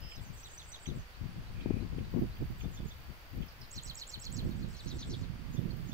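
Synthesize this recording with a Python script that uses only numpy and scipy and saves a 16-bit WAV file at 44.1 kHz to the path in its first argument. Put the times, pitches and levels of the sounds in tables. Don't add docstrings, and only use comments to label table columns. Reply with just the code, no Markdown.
import sys
import numpy as np
from scipy import signal
from scipy.fft import rfft, irfft
from scipy.io import wavfile
from scipy.ndimage import uniform_filter1d, map_coordinates

SR = 44100
rng = np.random.default_rng(int(sys.argv[2]) if len(sys.argv) > 2 else 0)


def to_wav(sig):
    pcm = np.clip(np.atleast_2d(sig), -1, 1) * 32767
    pcm = np.round(pcm).astype(np.int16)
    wavfile.write(sys.argv[1], SR, pcm.T)


N = 261513
T = np.arange(N) / SR


def undb(db):
    return 10 ** (np.asarray(db) / 20)


def unit(x):
    return x / np.sqrt(np.mean(x ** 2))


def add(out, x, start_s):
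    i = max(int(start_s * SR), 0)
    out[..., i:i + x.shape[-1]] += x[..., :max(N - i, 0)]


def band(x, lo_hz, hi_hz, order=2):
    return signal.sosfilt(signal.butter(order, [lo_hz, hi_hz], "band", fs=SR, output="sos"), x)


def walk(rate_hz, size=N):
    hold = max(int(SR / rate_hz), 1)
    steps = np.repeat(rng.standard_normal(size // hold + 1), hold)
    return 1.3 * uniform_filter1d(steps, hold)[:size]


def sides(pan_db):
    gains = undb(np.array([pan_db, -pan_db]).reshape(2, -1) / 2)
    return gains / np.sqrt(np.mean(gains ** 2, axis=0))


def airflow(attack_s=.015, sag_db_per_s=9, release_s=.023):
    # (time [s], level [dB], pan [dB])
    breeze = [(0, -66, 3), (1.1, -65.5, 11), (1.3, -50.5, 10), (2.15, -47, 9.5), (2.9, -54.5, 5.5),
              (3.2, -66, 8), (4.21, -67.5, -6), (4.3, -42, -13), (4.68, -40.5, -11.5), (4.79, -55.5, -5),
              (4.88, -41.5, -10), (5.29, -42.5, -12), (5.37, -47.5, -13), (5.7, -39.5, -22),
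              (5.93, -44.5, -12)]
    # (start [s], length [s], level [dB], pan [dB])
    gusts = [(0, 0.056, -46, 13), (0.149, 0.21, -49.5, 14), (0.687, 0.037, -57.5, -15),
             (0.873, 0.065, -36.5, 18.5), (0.961, 0.02, -40.5, -5.5), (1.2, 0.05, -42, 24),
             (1.332, 0.083, -46.5, 5), (1.549, 0.1, -42.5, 18), (1.656, 0.2, -36.5, 25),
             (1.908, .11, -38, 12.5), (2.121, 0.071, -34, 22), (2.207, 0.032, -32.5, -7.5),
             (2.397, 0.037, -36.5, -5.5), (2.487, 0.029, -40.5, -22), (2.621, .06, -37.5, 17),
             (2.784, .07, -40.5, -14), (3.079, 0.023, -47, 18), (3.327, 0.099, -38.5, 25),
             (3.37, 0.026, -46.5, -12), (3.59, 0.049, -54, 14), (3.751, 0.036, -49, 2),
             (3.84, 0.072, -52, -10), (4.157, 0.025, -48, 16), (4.413, 0.081, -36.5, -9.5),
             (5.062, 0.077, -41, -8), (5.569, 0.011, -38.5, -20)]
    times, levels, pans = np.transpose(breeze)
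    power = (undb(np.interp(T, times, levels)) * sides(np.interp(T, times, pans))) ** 2
    for start, length, db, pan_db in gusts:
        age = (T - start).clip(0)
        attack = (age / attack_s).clip(0, 1)
        release = np.exp(-(age - length).clip(0) / release_s)
        power += (undb(db - sag_db_per_s * age) * attack * release * sides(pan_db)) ** 2
    return power


def eddies(wind_db, corner_hz=235, slope=5.48, flicker_db=3):
    cutoff_hz = corner_hz * undb(.26 * (wind_db + 36))
    turbulence, power = 0, 0
    for hz in 110 * 2 ** (np.arange(9) / 2):
        weight = 1 / np.sqrt(1 + (hz / cutoff_hz) ** slope)
        noise = unit(band(rng.standard_normal(N), hz / 2 ** .25, hz * 2 ** .25, order=3))
        turbulence += weight * noise
        power += weight ** 2
    bursts = undb(flicker_db * walk(90))
    return unit(turbulence / np.sqrt(power) * bursts) * undb(wind_db)


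def wind(eddy_gain_db=1, spill_db=-18, inertia_s=.055):
    power = airflow()
    turbulence = np.array([eddies(db) for db in 10 * np.log10(power)])
    spill = undb(spill_db) ** 2 * power[::-1]
    slow_db = 10 * np.log10(uniform_filter1d(power + spill, int(inertia_s * SR)))
    rumble_db = -41 + .6 * (slow_db + 40)
    low_noise = band(rng.standard_normal((2, N)), 8.5, 80, order=3)
    rumble = unit(band(low_noise, 24, 115, order=1))
    return undb(eddy_gain_db) * turbulence + undb(rumble_db) * rumble


def hush(level_db=-54, port_delay_ms=.37, pan_db=-1):
    # (frequency [Hz], relative spectral density [dB])
    spectrum = [(30, 1), (100, -7.5), (250, -17), (500, -15.5), (1000, -15.5), (1700, -14.5), (2800, -18),
                (4000, -23.5), (5300, -25.5), (6500, -30.5), (9000, -36), (11500, -37), (14000, -32.5),
                (16000, -28.5)]
    hz, db = np.transpose(spectrum)
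    bin_hz = np.fft.rfftfreq(N, 1 / SR) + 1
    tone = undb(np.interp(np.log(bin_hz), np.log(hz), db))
    likeness = .9 * np.sinc(2 * bin_hz * port_delay_ms / 1000)
    mid, side = rfft(rng.standard_normal((2, N))) * tone * np.sqrt([1 + likeness, 1 - likeness])
    return unit(irfft([mid + side, mid - side], N)) * undb(level_db) * sides(pan_db)


def stridulation(rate_hz, jitter, decay_cycles, ring_hz, rasp=.19):
    cycle = np.cumsum(rate_hz * (1 + jitter * walk(29))) / SR % 1
    envelope = np.exp(-cycle / decay_cycles) + rasp * undb(5.5 * walk(760))
    return unit(band(envelope * rng.standard_normal((2, N)), *ring_hz, order=3))


def insects(fade_s=.04):
    # (start [s], end [s], level [dB])
    bouts = [(-.1, .45, -68.5), (.43, 1.3, -76), (2.1, 4.54, -68), (4.52, 4.97, -75), (5.48, 6, -69)]
    gate = sum(undb(db) * np.clip(np.minimum(T - start, end - T) / fade_s + .5, 0, 1)
               for start, end, db in bouts)
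    katydids = stridulation(rate_hz=52.3, jitter=.01, decay_cycles=.036, ring_hz=(12900, 16200), rasp=.2)
    trill = stridulation(rate_hz=80, jitter=.089, decay_cycles=.72, ring_hz=(4414, 4810))
    chirp = stridulation(rate_hz=4.5, jitter=.11, decay_cycles=.35, ring_hz=(9380, 10250))
    return katydids * gate * sides(4.5) + trill * undb(-70.5) + chirp * undb(-81)


def buzzes(flutter):
    # (start [s], length [s], pitch [Hz], swing [Hz], trill rate [Hz], level [dB])
    notes = [(0, 0.182, 5130, 120, 73.9, -55), (0, 0.172, 2910, 220, 73.8, -59.5),
             (1.521, 0.316, 2427, 110, 60.6, -61)]
    out = np.zeros(N)
    for start, length, hz, swing_hz, trill_hz, db in notes:
        trill = np.sin(2 * np.pi * trill_hz * T[:int(length * SR)])
        pitch = hz * (1 + flutter * walk(1500, len(trill))) + swing_hz * trill
        envelope = signal.windows.tukey(len(trill), .35) * (1 + .073 * trill)
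        add(out, undb(db) * envelope * np.sin(2 * np.pi * np.cumsum(pitch) / SR), start)
    return out


def whistle(hz, flutter, shimmer_db=2, second_db=-21, third_db=-28):
    phase = 2 * np.pi * np.cumsum(hz * (1 + flutter * walk(1100, len(hz)))) / SR
    swell = np.sin(np.linspace(0, np.pi, len(hz))).clip(0) ** .5
    shimmer = undb(shimmer_db * walk(480, len(hz)))
    overtones = undb(second_db) * np.sin(2 * phase) + undb(third_db) * np.sin(3 * phase)
    low = hz < SR / 7
    return swell * shimmer * (np.sin(phase) + low * overtones)


def phrases(table, arch_db=4):
    cues = []
    for start, syllables, interval, slowing, db, growth_db in table:
        count = round(syllables)
        for k in range(count):
            from_middle = (2 * k + 1) / count - 1
            swell_db = growth_db * from_middle / 2 - arch_db * from_middle ** 2
            cues.append((start + k * interval + slowing * k * (k - 1) / 2, db + swell_db))
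    return cues


def song(syllable, cues, flutter, thin_db_per_octave=0, warble_rate_hz=112):
    out, top_hz = np.zeros(N), syllable[0][2]
    for k, (start, db) in enumerate(cues):
        tired = (k / len(cues)) ** 2
        for offset, length, *path_hz, depth_hz, note_db in syllable:
            detune, accent_db = rng.standard_normal(2)
            t = T[:max(int(length * SR), 16)]
            bend = np.polyval(np.polyfit([0, .5, 1], path_hz, 2), t / t[-1])
            warble = 2 * np.pi * np.cumsum(warble_rate_hz * (1 + .12 * walk(warble_rate_hz, len(t)))) / SR
            pitch = (bend + depth_hz * np.cos(warble)) * (1 + .0073 * detune)
            stroke_db = .004 * depth_hz * (np.sin(warble) - .5)
            thin_db = thin_db_per_octave * tired * np.log2(top_hz / path_hz[1])
            gain = undb(db + note_db + stroke_db + accent_db - thin_db)
            add(out, gain * whistle(pitch, flutter), start + offset)
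    return out


def outdoors(voice, pan_db, lag_ms, wet_db, t60_s=.2, build_s=.0038):
    delay = np.exp(-2j * np.pi * np.fft.rfftfreq(N, 1 / SR) * lag_ms / 1000)
    direct = np.array([irfft(rfft(voice) * delay, N), voice]) * sides(pan_db)
    t = T[:SR // 2]
    tail = undb(-60 * t / t60_s) * (1 - np.exp(-t / build_s))
    scatter = band(rng.standard_normal((2, len(t))), 1500, 8200, order=1) * tail
    drift = np.cumsum(.03 * walk(300))
    stirred = map_coordinates(voice, [np.arange(N) + drift - uniform_filter1d(drift, SR // 20)], order=3)
    echo = signal.fftconvolve(stirred[None], unit(scatter) / np.sqrt(len(t)))[:, :N]
    return direct + undb(wet_db) * echo


def birds():
    # (offset [s], length [s], start pitch [Hz], middle pitch [Hz],
    # end pitch [Hz], warble depth [Hz], relative level [dB])
    twitter = [(0, 0.023, 8200, 8150, 8300, 450, -12.5), (.021, 0.017, 7340, 7200, 7500, 0, -9),
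               (.029, 0.031, 7900, 7800, 7350, 600, -7), (.065, 0.018, 5700, 6200, 5950, 0, -2),
               (.078, 0.013, 3660, 3920, 4000, 0, -3), (.091, .0083, 4200, 3840, 3600, 0, 1.5),
               (.103, .0107, 3830, 3440, 3360, 0, -2)]
    chip = [(0, 0.0084, 3400, 3234, 2760, 0, 0.95), (.004, 0.0073, 3000, 2540, 2010, 0, 2.1),
            (.01, .005, 3600, 3250, 2800, 0, -2)]
    soft = [(0, .04, 7500, 7700, 7500, 250, 0), (.035, .045, 6200, 6300, 6100, 200, -2)]
    rise = [(.0043, .041, 4230, 3950, 4930, 0.0076, 0)]
    lisp = [(0, .018, 8000, 7800, 7230, 0, -12), (.018, .044, 6800, 6570, 5280, 300, -4.5),
            (.06, .014, 3400, 3500, 3600, 0, 1), (.072, 0.0092, 3800, 3600, 3260, 0, 0)]
    slur = [(0, 0.0114, 6080, 5090, 4100, 0, 2.5), (.009, .031, 4920, 4450, 4440, 600, -6)]
    sharp = [(0, .007, 7000, 6900, 6400, 0, -12), (.0068, 0.00344, 9100, 7600, 6100, 0, -6.5),
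             (.0095, 0.0049, 5900, 7760, 8500, 0, -1.5), (.019, .022, 7500, 7720, 7230, 4, -4),
             (.026, 0.025, 5600, 5600, 5830, 0, -9.5), (.044, 0.0277, 3910, 4170, 4320, 0, -9),
             (.043, .027, 5750, 5950, 5670, 1300, -4.5), (.068, 0.0177, 4420, 4180, 3720, -0.5, 3.5),
             (.082, 0.0136, 4033, 3325, 3010, -1, -1.5)]
    rolling = [(0, 0.023, 7700, 7940, 7560, 252, -11), (.026, 0.031, 5900, 5850, 5750, 700, -5),
               (.028, .031, 4490, 4100, 4200, 0, -11), (.053, 0.012, 4580, 4550, 4550, 0, -4.5),
               (.063, .0169, 4670, 3790, 3210, 0, 0.5), (.08, .0063, 4170, 3690, 3360, 0, -7)]
    peep = [(0.00059, 0.019, 4450, 4250, 4600, 0, 0)]
    # (start [s], syllables [count], first interval [s],
    # slowing per syllable [s], mid-phrase level [dB], growth over the phrase [dB])
    twitter_phrases = [(.088, 1, .143, 0, -53.5, 0), (.366, 4, .1432, 0, -45.5, 0.005)]
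    soft_phrases = [(.205, 7, .123, 0, -57, -4)]
    rise_phrases = [(1.12, 1, .147, 0, -63, 0), (1.455, 5, .147, .043, -62, 0)]
    lisp_phrases = [(2.577, 3, .1342, 0, -52.5, 0), (5.506, 2, .348, 0, -51.5, 0)]
    sharp_phrases = [(3.706, 6, .1187, .0016, -41, 0)]
    answer_phrases = [(4.437, 7, .1196, 0.00026, -57, 2)]
    rolling_phrases = [(4.734, 4, .1115, 0.00053, -45, 5.35)]
    # (time [s], level [dB])
    chip_cues = [(.114, -50.5), (0.856, -51), (1.605, -54.5), (1.983, -52), (2.364, -57), (2.605, -51),
                 (3.422, -52)]
    slur_cues = [(3.482, -57), (3.612, -50)]
    peep_cues = [(5.702, -49)]
    clear, harsh = .019, .038
    near_db, mid_db, far_db = -14, -11, -7

    far_voices = buzzes(clear) + song(soft, phrases(soft_phrases), harsh)
    far_voices += song(rise, phrases(rise_phrases), harsh) + song(slur, slur_cues, harsh)
    twittering = song(twitter, phrases(twitter_phrases), clear)
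    calls = song(chip, chip_cues, clear) + song(peep, peep_cues, clear)
    lisping = song(lisp, phrases(lisp_phrases), clear)
    sharp_song = song(sharp, phrases(sharp_phrases), clear, thin_db_per_octave=8)
    answer = song(sharp, phrases(answer_phrases), clear)
    rolling_song = song(rolling, phrases(rolling_phrases), harsh)
    return (outdoors(far_voices, pan_db=-6, lag_ms=.057, wet_db=far_db)
            + outdoors(twittering, pan_db=-2.5, lag_ms=.37, wet_db=near_db)
            + outdoors(calls, pan_db=-10, lag_ms=.13, wet_db=near_db)
            + outdoors(lisping, pan_db=-3.5, lag_ms=.087, wet_db=mid_db)
            + outdoors(sharp_song, pan_db=-4.5, lag_ms=.16, wet_db=near_db)
            + outdoors(answer, pan_db=2, lag_ms=.17, wet_db=far_db)
            + outdoors(rolling_song, pan_db=-1, lag_ms=-.041, wet_db=mid_db))


def buffets(width_s=.001, wake_db=-12, wake_s=.0029):
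    # (time [s], level [dB], pan [dB])
    thumps = [(1.657, -22, 24), (1.704, -17.5, 20), (1.823, -34, 14), (1.981, -26.5, 25), (2.137, -26, 26),
              (2.161, -23, 23), (2.169, -21.5, 26), (2.421, -29.5, -17), (2.642, -29, 26),
              (2.800, -30.5, -16)]
    out, t = np.zeros((2, N)), T[:SR // 16]
    from_core = (t - .004) / width_s
    pulse = (from_core ** 2 - 1) * np.exp(-from_core ** 2 / 2)
    wake_envelope = undb(wake_db) * t / wake_s * np.exp(1 - t / wake_s)
    for start, db, pan_db in thumps:
        wake = unit(band(rng.standard_normal(len(t)), 210, 447)) * wake_envelope
        add(out, undb(db) * sides(pan_db) * (pulse + wake), start)
    return out


def scene():
    return wind() + hush() + insects() + birds() + buffets()


def record(dry):
    return signal.sosfilt(signal.ellip(10, .2, 70, 15600, fs=SR, output="sos"), dry)


dry = scene()
out = record(dry)
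to_wav(out)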